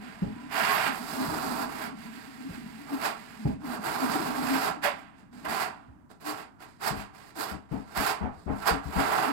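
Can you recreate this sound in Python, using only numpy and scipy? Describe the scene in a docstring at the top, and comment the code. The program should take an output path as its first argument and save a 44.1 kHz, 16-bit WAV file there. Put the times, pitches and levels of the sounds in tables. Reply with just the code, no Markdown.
"""A gritty scrape: a steel trowel spreads mortar over concrete in a bare room, in long sweeps, then short
quick strokes. Friction crushes sand under the blade, whose modes ring faintly; the edge ticks and squeaks.
Dull impacts on timber come singly, then in a run like footsteps, a few of them with a scuff.
A low drone wavers and groans, chiefly in the first half, beside a faint whine.
The left microphone port is muffled."""
import sys
import numpy as np
from scipy import signal
from scipy.fft import rfft, irfft, next_fast_len
from scipy.io import wavfile

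SR = 44100
rng = np.random.default_rng(int(sys.argv[2]) if len(sys.argv) > 2 else 0)


def output_pcm(signal):
    """Save a mono or channel-first signal as 16-bit PCM at the path in sys.argv[1].

    Samples are clipped to [-1, 1] before scaling.
    """
    pcm = np.clip(np.atleast_2d(signal).T, -1, 1) * 32767
    wavfile.write(sys.argv[1], SR, np.round(pcm).astype(np.int16))


N = 411012

# Trowel strokes. Each row: start, attack and hold in seconds, grinding level at mid-hold in dB,
# swell over the hold in dB, edge rasp and fine-sand hiss in dB relative to the grinding.
STROKES = [(-0.033, 0.021, 0.5, -52, -5, 2, -7.5), (0.481, 0.11, 0.28, -25, -2.5, 0.5, -10.0),
           (0.888, 0.053, 0.22, -39.0, 4.5, -3.0, -4.0), (1.057, 0.14, 0.43, -32, 0.0, -7.5, -8.5),
           (1.602, 0.196, 0.062, -35.5, 1.5, -2.5, -8), (1.881, 0.119, 1.52, -52.5, -2, 3.5, -2.5),
           (2.847, 0.082, 0.059, -37, -6.0, -7.5, -11), (2.974, 0.089, 0.014, -27.0, -6, -3, -9.0),
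           (3.579, 0.11, 0.058, -36.0, 2.5, -7, -10.0), (3.778, 0.11, 0.56, -31, -4, -6.5, -10),
           (4.376, 0.11, 0.18, -26.5, 3.5, -5, -9.5), (4.814, 0.026, 0.0064, -22, 3.5, 2, -8),
           (4.961, 0.023, 0.024, -54.5, -1, -1, -2.0), (5.129, 0.052, 0.016, -58.0, 2.5, -1.5, -5.0),
           (5.304, 0.034, 0.12, -53.5, 1, -2, -4.5), (5.439, 0.013, 0.005, -30.0, -1, -5, -17),
           (5.476, 0.014, 0.089, -32.0, -3, -4.5, -9.5), (5.537, 0.067, 0.014, -24.5, 2.5, -4.0, -9.5),
           (6.087, 0.028, 0.006, -51.5, -11, -8, -7), (6.195, 0.017, 0.013, -46.5, -3, -5, -4.5),
           (6.235, 0.03, 0.037, -32, 0.5, -5, -6.5), (6.326, 0.045, 0.044, -42, -4, -3, -9),
           (6.584, 0.036, 0.029, -47.0, -7, -1.5, -6.5), (6.67, 0.013, 0.11, -67.5, -11, 3, 1),
           (6.789, 0.039, 0.051, -29.5, 8.5, -4, -7.5), (6.932, 0.034, 0.055, -42.0, -4.5, -0.5, -7.5),
           (7.121, 0.033, 0.15, -54, -5, -0.5, -4), (7.255, 0.013, 0.018, -57.5, 1, -3.0, 1),
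           (7.34, 0.059, 0.033, -31, -1.5, -6.5, -5), (7.43, 0.02, 0.066, -38, -1.5, -3.5, -8.5),
           (7.68, 0.046, 0.11, -51, -5.5, -4.5, -8.5), (7.836, 0.031, 0.068, -51.5, 7.0, -4, -7),
           (7.935, 0.043, 0.12, -25.5, 1.5, -4, -8.0), (8.31, 0.033, 0.18, -61.0, -2, -7, -3),
           (8.474, 0.044, 0.12, -46.5, 6, -6, -8), (8.584, 0.044, 0.024, -44.5, 1.0, 0, -13.0),
           (8.645, 0.026, 0.005, -19.5, 2.5, -4.5, -9.5), (8.815, 0.029, 0.097, -47.5, 0.0, -3.5, -5.5),
           (8.877, 0.11, 0.3, -26, 0, -7, -14)]
# Decay of drag, grinding, rasp and hiss, in that order, once the blade lifts.
# Each row: fall in dB per second, level of the lingering tail in dB, its fall in dB per second.
STROKE_RELEASE = [(232, -13.5, 90), (242, -13, 84.5), (303, -16.5, 84.5), (363, -23, 83.5)]
# Spectrum of steel on sand. Each row: frequency in Hz, spectral level in dB.
SCRAPE_SPECTRUM = [(150, -6.5), (330, -6), (480, -13.5), (620, -2), (1300, -0.5), (2100, -4.5),
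                   (3200, -14.5), (4200, -18), (5250, -19.5), (5900, -26.5), (8000, -19), (9900, -23),
                   (11600, -16), (13800, -22.5)]
# Blade resonances. Each row: frequency in Hz, bandwidth in Hz, gain in dB relative to the scrape.
BLADE_MODES = [(435, 37, 4.5), (580, 12, -22), (759, 31, -5), (1080, 140, -12), (2316, 88, -39),
               (2730, 95, -15), (4770, 500, -1.5), (11140, 500, -12)]
# Coarse grains caught by the edge. Each row: start in seconds, level of the excitation in dB.
GRAIN_CATCHES = [(.585, -17), (2.929, -23), (3.655, -26), (4.835, -19), (4.85, -14), (5.449, -24),
                 (5.627, -18), (6.108, -45), (6.211, -48), (7.528, -38), (7.718, -34), (7.959, -23),
                 (8.019, -32), (8.109, -27), (8.664, -19), (8.697, -10), (9.234, -16)]
# Brief tones: two faint notes of the thin whine, then squeaks of the edge and, at 4.868 s, a short
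# ring as the blade strikes. Each row: centre and length in seconds, pitch in Hz, level in dB.
BRIEF_TONES = [(0.392, .05, 987, -45), (.457, .035, 985, -48), (0.72, 0.06, 1100, -24),
               (0.743, 0.056, 11600, -33), (4.868, 0.045, 585, -25), (5.633, 0.03, 743, -31),
               (8.633, 0.039, 1358, -32.5), (8.7, 0.019, 459, -26.5)]
# Blows on timber. Each row: start in seconds, level in dB, nominal pitch in Hz,
# boom of the boards in dB relative to the blow, left minus right in dB.
THUDS = [(0.218, -19.5, 187, -23, 0.5), (0.263, -32, 110, -15, -1), (1.277, -32, 155, -8, -2),
         (1.3, -37, 100, -12, 0), (2.05, -40, 208, -28, -5), (2.487, -33, 182, -20, -0.5),
         (2.5, -39, 100, -15, 0), (3.45, -16, 147, -18, -1), (3.491, -29.5, 242, -17, -3),
         (4.081, -49, 110, -4, 0), (5.46, -51, 110, 0.5, -7), (5.88, -45.5, 110, -1.5, -7),
         (6.904, -29.5, 147, -14, 11.5), (6.96, -38, 109, -4, 12), (7.51, -35.5, 198, -3.5, 15),
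         (7.711, -27, 141, -17, 11.5), (7.735, -30, 239, -15, 9), (7.968, -35.5, 196, -0.5, 24),
         (8.206, -31, 185.7, -2, 20), (8.459, -31.5, 180, 1, 26.5), (8.497, -31.5, 215, -15, 3.5),
         (8.705, -29.5, 187, -1, 16.5), (8.85, -35.5, 145, 1.5, 14.5), (8.955, -28, 193, -2.5, 24)]
# Timber resonances. Each row: nominal frequency in Hz, relative level in dB, 60 dB decay time in seconds.
TIMBER_MODES = [(99, -12, 0.25), (138, -5.5, 0.074), (202, 1, 0.13), (273, -0.5, 0.14), (346, -9.5, 0.014),
                (434, -10.5, 0.043), (644, -10, .1), (800, -10, .12)]
# Scuffs that accompany some thuds. Each row: start in seconds, level in dB.
SCUFFS = [(3.44, -55), (7.702, -41.5), (8.2, -33), (8.463, -33.5)]
# Spectrum of a scuff. Each row: frequency in Hz, spectral level in dB.
SCUFF_SPECTRUM = [(200, 3), (430, -11.5), (560, -2), (760, 6.5), (1300, -3), (2200, -14), (3500, -31),
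                  (7000, -44), (15000, -60)]
# Envelope of the drone. Each row: time in seconds, level in dB.
DRONE_LEVEL = [(0, -49.5), (.7, -45), (1.05, -44), (1.25, -38), (1.6, -38), (1.95, -48), (2.25, -52),
               (2.6, -46), (3.3, -51), (3.7, -43), (4.45, -37.5), (4.8, -46), (5.15, -61.5), (5.5, -47),
               (5.9, -62), (6.55, -76.5), (9.3, -67)]
# Spectrum of the rumble under the drone. Each row: frequency in Hz, spectral level in dB.
RUMBLE_SPECTRUM = [(25, -13), (60, -5), (100, -7.5), (150, 4), (260, -1.5), (500, -36), (2000, -83.5)]
# Low groans. Each row: centre and length in seconds, level in dB, pitch in Hz.
GROANS = [(0.067, 0.038, -41.5, 235), (0.458, .07, -44.5, 275), (0.63, 0.054, -36.5, 234),
          (0.904, 0.061, -36, 257), (1.21, 0.12, -34, 258), (2.09, .09, -41, 228), (2.41, 0.034, -41, 240),
          (2.468, .035, -35, 262), (2.762, 0.07, -45, 222), (2.942, 0.051, -28.5, 270),
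          (3.414, 0.067, -38.5, 224.6), (3.702, 0.048, -35.5, 262), (4.042, 0.041, -25.5, 274),
          (4.302, 0.037, -32.5, 250), (4.394, 0.07, -33, 262.2), (4.529, 0.1, -26.5, 270),
          (5.367, .06, -48, 247), (5.51, 0.04, -39.5, 242), (6.29, .07, -39, 293.7),
          (7.388, 0.044, -41, 303), (9.303, .08, -31, 280)]
# Envelope of the whine. Each row: time in seconds, level in dB.
WHINE_LEVEL = [(0, -59), (2.4, -60), (5.0, -75), (6.3, -69), (9.3, -70)]
# Spectrum of the still room. Each row: frequency in Hz, spectral level in dB.
AIR_SPECTRUM = [(25, -12), (60, -2.5), (140, -0.5), (280, 2), (420, -22), (750, -13), (1500, -15),
                (3500, -44), (8000, -38), (15000, -52)]
# Reverberation of the room. Each row: frequency in Hz, 60 dB decay time in seconds.
ROOM_T60 = [(80, 0.44), (300, 0.22), (800, 0.22), (2000, 0.23), (5500, 0.21), (14000, 0.022)]
# Response of the muffled left port. 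Each row: frequency in Hz, gain in dB.
LEFT_PORT_GAIN = [(60, 0.5), (280, 0), (430, 4.5), (620, -3), (900, -3.5), (1400, -12), (2200, -12),
                  (3300, -16.5), (5000, -25.5), (8200, -43), (10000, -40), (15000, -26)]

CUTOFF_HZ = 15900
CONTROL_STEP = 40   # samples between the points of a slow curve


def trowel(judder_db=1.7, judder_hz=90, swell_db=1.2, hard_hiss_db=-33):
    """Friction noise: sand excites the blade band by band, modulated by uneven sticking and slipping."""
    drag_db, grind_db, rasp_db, hiss_db = stroke_levels()
    slips = unit_rms(from_db(judder_db * drift(judder_hz) + swell_db * drift(8.7)))
    fine_sand = sand(per_s=18000, spread_db=4.5)
    # Light rubbing is dull: the top sizzles and the steel sings only as the blade bites.
    sizzle_db = hiss_db - 6 + 0.64 * np.clip(hiss_db + 54, -22, 5)
    steel_db = hiss_db - 5 + 0.72 * np.minimum(hiss_db - hard_hiss_db, 0)
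    drag = friction_band(sand(per_s=2500, spread_db=0.5), slips, 108, 560, drag_db)
    grind = friction_band(sand(per_s=4000, spread_db=3.5), slips, 560, 1550, grind_db)
    rasp = friction_band(sand(per_s=7000, spread_db=2.5), slips, 1550, 3800, rasp_db)
    hiss = friction_band(fine_sand, slips, 3800, 9300, hiss_db)
    sizzle = friction_band(fine_sand[::-1], slips, 9300, CUTOFF_HZ, sizzle_db)
    steel = friction_band(fine_sand[::-1], slips, 4600, 5400, steel_db)
    return filtered(drag + grind + rasp + hiss + sizzle + steel, blade_response)


def stroke_levels(attack_exponent=1.52, usual_grind_db=-30):
    """Friction follows load: drag, grinding, rasp and hiss, in dB, rise, hold and decay each stroke."""
    t = np.arange(0, N, CONTROL_STEP) / SR
    power = np.zeros((len(STROKE_RELEASE), len(t)))
    for start, attack, hold, db, swell_db, rasp_db, hiss_db in STROKES:
        onset = np.clip((t - start) / attack, 0, 1) ** attack_exponent
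        progress = np.clip((t - start - attack) / hold, 0, 1)
        load = onset * from_db(db + swell_db * (progress - 0.5))
        lifted_s = np.maximum(t - start - attack - hold, 0)
        # The mortar's drag loses ground as the blade presses harder or tilts on its rasping edge.
        drag_db = -15.5 - 0.33 * (db - usual_grind_db) - 0.48 * rasp_db
        for band, band_db in enumerate((drag_db, 0, rasp_db, hiss_db)):
            fall, tail_db, tail_fall = STROKE_RELEASE[band]
            tail = (lifted_s > 0) * from_db(tail_db - tail_fall * lifted_s)
            power[band] += (load * from_db(band_db)) ** 2 * (from_db(-fall * lifted_s) ** 2 + tail ** 2)
    levels_db = 10 * np.log10(power + 1e-12)
    return sampled_curves(np.column_stack([t, *levels_db]))


def sand(per_s, spread_db):
    """Shot noise: grains of uneven size are crushed at random; echoes scramble them for each port."""
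    grains = np.zeros((2, N))
    crushed = rng.random((2, N)) < per_s / SR
    size_db = spread_db * np.minimum(rng.exponential(1, crushed.sum()), 4)
    grains[crushed] = from_db(size_db) * rng.choice([-1, 1], crushed.sum())
    return unit_rms(grains)


def friction_band(grains, slips, low_hz, high_hz, level_db, diffuse_share=0.44, wander_db=0.32):
    """Direct and diffuse fields: one band of grain impacts, plus the even wash of their reverberation."""
    def band(hz):
        below_low, below_high = (1 / (1 + (hz / corner) ** 14) for corner in (low_hz, high_hz))
        return np.sqrt((1 - below_low) * below_high)

    hz = np.arange(SR // 2)
    band_rms = np.sqrt(np.mean(np.abs(band(hz) * blade_response(hz)) ** 2))
    strength = from_db(level_db + wander_db * drift(3.6)) * slips / band_rms
    t60 = value_at(ROOM_T60, np.sqrt(low_hz * high_hz))
    retained = from_db(-60 / (t60 * SR)) ** 2   # share of energy left after one sample
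    room_power = signal.lfilter([1 - retained], [1, -retained], strength ** 2)
    wash = np.sqrt(diffuse_share * room_power) * rng.standard_normal((2, N))
    direct = np.sqrt(1 - diffuse_share) * strength * grains
    return filtered(direct + wash, band)


def blade_response(hz):
    """Resonance: the blade's modes stand out of the broad spectrum of steel on sand."""
    modes = sum(from_db(db) / (1 + 2j * (hz - centre) / width) for centre, width, db in BLADE_MODES)
    bass_cut = hz ** 2 / (hz ** 2 + 110 ** 2)
    return from_db(value_at(SCRAPE_SPECTRUM, hz)) * (1 + modes) * bass_cut


def grain_catches(crunch_s=0.0054):
    """Impulsive excitation: a coarse grain bursts under the edge and ticks the blade."""
    bursts, t = np.zeros(N), np.arange(SR // 20) / SR
    for start, db in GRAIN_CATCHES:
        mix_in(bursts, start, from_db(db) * rng.standard_normal(len(t)) * np.exp(-t / crunch_s))
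    return filtered(bursts, blade_response)


def brief_tones(waver=0.027):
    """Frequency-modulated tone bursts: notes of the whine, edge squeaks and the struck blade's ring."""
    out = np.zeros(N)
    for centre, length, hz, db in BRIEF_TONES:
        out += from_db(db) * gaussian(centre, length) * sine(hz * (1 + waver * drift(151)))
    return out


def thuds(rise_s=0.0094, boom_hz=59, boom_rise_s=0.022, sag=0.069, knock_db=-17):
    """Soft impact on timber: a few cycles sag in pitch while the boards boom and rattle."""
    out, t = np.zeros((2, N)), np.arange(SR // 2) / SR
    glide = 1 + sag * (np.exp(1 - t / rise_s) - 1)
    knock_band = signal.butter(2, [280, 750], "band", fs=SR, output="sos")
    for start, db, hz, boom_db, left_db in THUDS:
        boom_tone = np.sin(2 * np.pi * boom_hz * rng.uniform(0.85, 1.314) * t)
        boom = from_db(boom_db) * pulse(t, boom_rise_s) * boom_tone
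        rattle = from_db(-8 + 0.49 * left_db) * board_rattle(t)   # stronger towards the left
        knock = from_db(knock_db) * unit_rms(signal.sosfilt(knock_band, rng.standard_normal(len(t))))
        blow = pulse(t, rise_s) * (sine(hz * glide) + knock)
        thud = from_db(db) * (blow + boom + rattle)
        left_share = 1 / (1 + from_db(-left_db))
        mix_in(out[0], start, 2 * left_share * thud)
        mix_in(out[1], start, 2 * (1 - left_share) * thud)
    return out


def board_rattle(t, rise_s=0.028):
    """Modal vibration: a flurry of contacts drives each mode of the timber as a damped oscillator."""
    contacts = rng.standard_normal((len(TIMBER_MODES), len(t))) * pulse(t, rise_s)
    rattle = np.zeros(len(t))
    for force, (hz, db, t60) in zip(contacts, TIMBER_MODES):
        radius = from_db(-60 / (t60 * SR))
        angle = 2 * np.pi * hz * rng.uniform(0.93, 1.052) / SR
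        mode = signal.lfilter([0, np.sin(angle)], [1, -2 * radius * np.cos(angle), radius ** 2], force)
        rattle += from_db(db) * mode / np.abs(mode).max()
    return rattle / np.sqrt(2)


def scuffs(rise_s=0.029, hold_s=0.037, fall_db_per_s=170, left_db=-1):
    """Sliding friction: a short dull rub of noise, as of a sole on a dusty floor."""
    envelope, t = np.zeros(N), np.arange(N) / SR
    for start, db in SCUFFS:
        released_s = np.maximum(t - start - rise_s - hold_s, 0)
        envelope += np.clip((t - start) / rise_s, 0, 1) * from_db(db - fall_db_per_s * released_s)
    return envelope * noise(SCUFF_SPECTRUM, (2, N)) * from_db([[left_db], [0]])


def drone(base_hz=254, hz_per_db=1.6, hz_per_s=2.7, flutter_db=4.2, surge_db=1.8, rumble_db=-9.5):
    """Random modulation: a low tone wavers over a rumble, its pitch rising with level and with time."""
    level_db, = sampled_curves(DRONE_LEVEL)
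    hz = base_hz + hz_per_db * (level_db + 40) + hz_per_s * np.arange(N) / SR
    tone = sine(hz * (1 + 0.11 * drift(36) + 0.04 * drift(5)))
    flutter = from_db(flutter_db * drift(36) + surge_db * drift(7))
    rumble = from_db(rumble_db) * noise(RUMBLE_SPECTRUM, N)
    return from_db(level_db) * (unit_rms(flutter * tone) + rumble)


def groans(waver=0.06):
    """Shallower frequency modulation: brief swells near the drone's pitch hold their note better."""
    out = np.zeros(N)
    pitch_ratio = 1 + waver * drift(36)
    for centre, length, db, hz in GROANS:
        out += from_db(db) * gaussian(centre, length) * np.sqrt(2) * sine(hz * pitch_ratio)
    return out


def whine(hz=980, waver=0.012, flutter_db=3.5):
    """Amplitude and frequency modulation: a thin, unsteady tone comes and goes."""
    level_db, = sampled_curves(WHINE_LEVEL)
    tone = sine(hz * (1 + waver * drift(25)))
    return from_db(level_db) * unit_rms(from_db(flutter_db * drift(18)) * tone)


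def room_air(level_db=-57):
    """Ambient noise: the steady hush of the still room, uncorrelated between the ports."""
    return from_db(level_db) * noise(AIR_SPECTRUM, (2, N))


def reverberate(x, wet, early, early_s):
    """Reverberation: `wet` of the energy decays by band; `early` of the rest is near reflections."""
    t, edges = np.arange(SR * 3 // 5) / SR, np.geomspace(30, 18000, 10)
    near = np.exp(-t / early_s)
    response = np.zeros((2, len(t)))
    for low, high in zip(edges, edges[1:]):
        tail = from_db(-60 * t / value_at(ROOM_T60, np.sqrt(low * high))) * (1 - near)
        power = wet * tail ** 2 / np.sum(tail ** 2) + (1 - wet) * early * near ** 2 / np.sum(near ** 2)
        band = signal.butter(3, [low, high], "band", fs=SR, output="sos")
        response += signal.sosfilt(band, np.sqrt(power) * rng.standard_normal(response.shape))
    response[:, 0] += np.sqrt((1 - wet) * (1 - early))   # direct sound
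    return signal.oaconvolve(np.atleast_2d(x), response, axes=1)[:, :N]


def from_db(db):
    """Amplitude ratio of a level in decibels."""
    return 10 ** (np.asarray(db) / 20)


def unit_rms(x):
    """Normalisation to a mean square of one."""
    return x / np.sqrt(np.mean(x ** 2) + 1e-20)


def sine(hz):
    """Oscillation whose phase is the integral of its instantaneous frequency."""
    return np.sin(2 * np.pi * np.cumsum(hz) / SR)


def gaussian(centre_s, length_s):
    """Gaussian envelope, length_s wide at 1/e of its peak."""
    return np.exp(-(2 * (np.arange(N) / SR - centre_s) / length_s) ** 2)


def pulse(t, peak_s):
    """Envelope that swells to one at peak_s and dies away."""
    return (t / peak_s * np.exp(1 - t / peak_s)) ** 2


def drift(corner_hz):
    """Random fluctuation of unit spread: noise through a two-pole low-pass."""
    pole, settling = np.exp(-2 * np.pi * corner_hz * CONTROL_STEP / SR), 2000
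    white = rng.standard_normal(N // CONTROL_STEP + settling + 2)
    slow = signal.lfilter([1], [1, -2 * pole, pole ** 2], white)[settling:]
    return np.interp(np.arange(N) / CONTROL_STEP, np.arange(len(slow)), unit_rms(slow))


def sampled_curves(rows):
    """Linear interpolation of (time, values...) rows at every sample."""
    times, *columns = np.transpose(rows)
    return [np.interp(np.arange(N) / SR, times, column) for column in columns]


def value_at(table, hz):
    """Interpolation on a logarithmic frequency axis."""
    frequencies, values = np.transpose(table)
    return np.interp(np.log(hz + 1e-9), np.log(frequencies), values)


def filtered(x, response):
    """Linear filtering: the spectrum is multiplied by response(hz)."""
    size = next_fast_len(N + SR // 4)
    return irfft(rfft(x, size) * response(np.fft.rfftfreq(size, 1 / SR)), size)[..., :N]


def coloured(x, spectrum):
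    """Spectral shaping by a table of frequency in Hz and gain in dB."""
    return filtered(x, lambda hz: from_db(value_at(spectrum, hz)))


def noise(spectrum, shape):
    """Coloured Gaussian noise of unit power."""
    return unit_rms(coloured(rng.standard_normal(shape), spectrum))


def mix_in(out, start_s, sound):
    """Superposition of a sound from start_s onward."""
    i = round(start_s * SR)
    out[i:i + len(sound)] += sound[:N - i]


def scene(bass_lag_s=0.00075):
    """Superposition in one room; a time difference puts the low sounds out of step at the two ports."""
    scrape = reverberate(trowel(), wet=0.09, early=0.06, early_s=0.004)
    ticks = reverberate(grain_catches() + brief_tones(), wet=0.19, early=0.47, early_s=0.007)
    lows = reverberate(thuds() + drone() + groans() + whine(), wet=0.13, early=0.08, early_s=0.007)
    lows = filtered(lows, lambda hz: np.exp(1j * np.pi * hz * bass_lag_s * np.array([[1], [-1]])))
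    return scrape + ticks + lows + room_air() + scuffs()


def record(dry, hiss_db=-84.5):
    """Attenuation and self-noise: the left port loses treble; both hiss faintly and are band-limited."""
    ports = np.array([coloured(dry[0], LEFT_PORT_GAIN), dry[1]])
    hiss = from_db(hiss_db) * rng.standard_normal((2, N))
    return filtered(ports + hiss, lambda hz: np.clip((CUTOFF_HZ - hz) / 150 + 0.5, 0, 1))


dry = scene()
out = record(dry)
output_pcm(out)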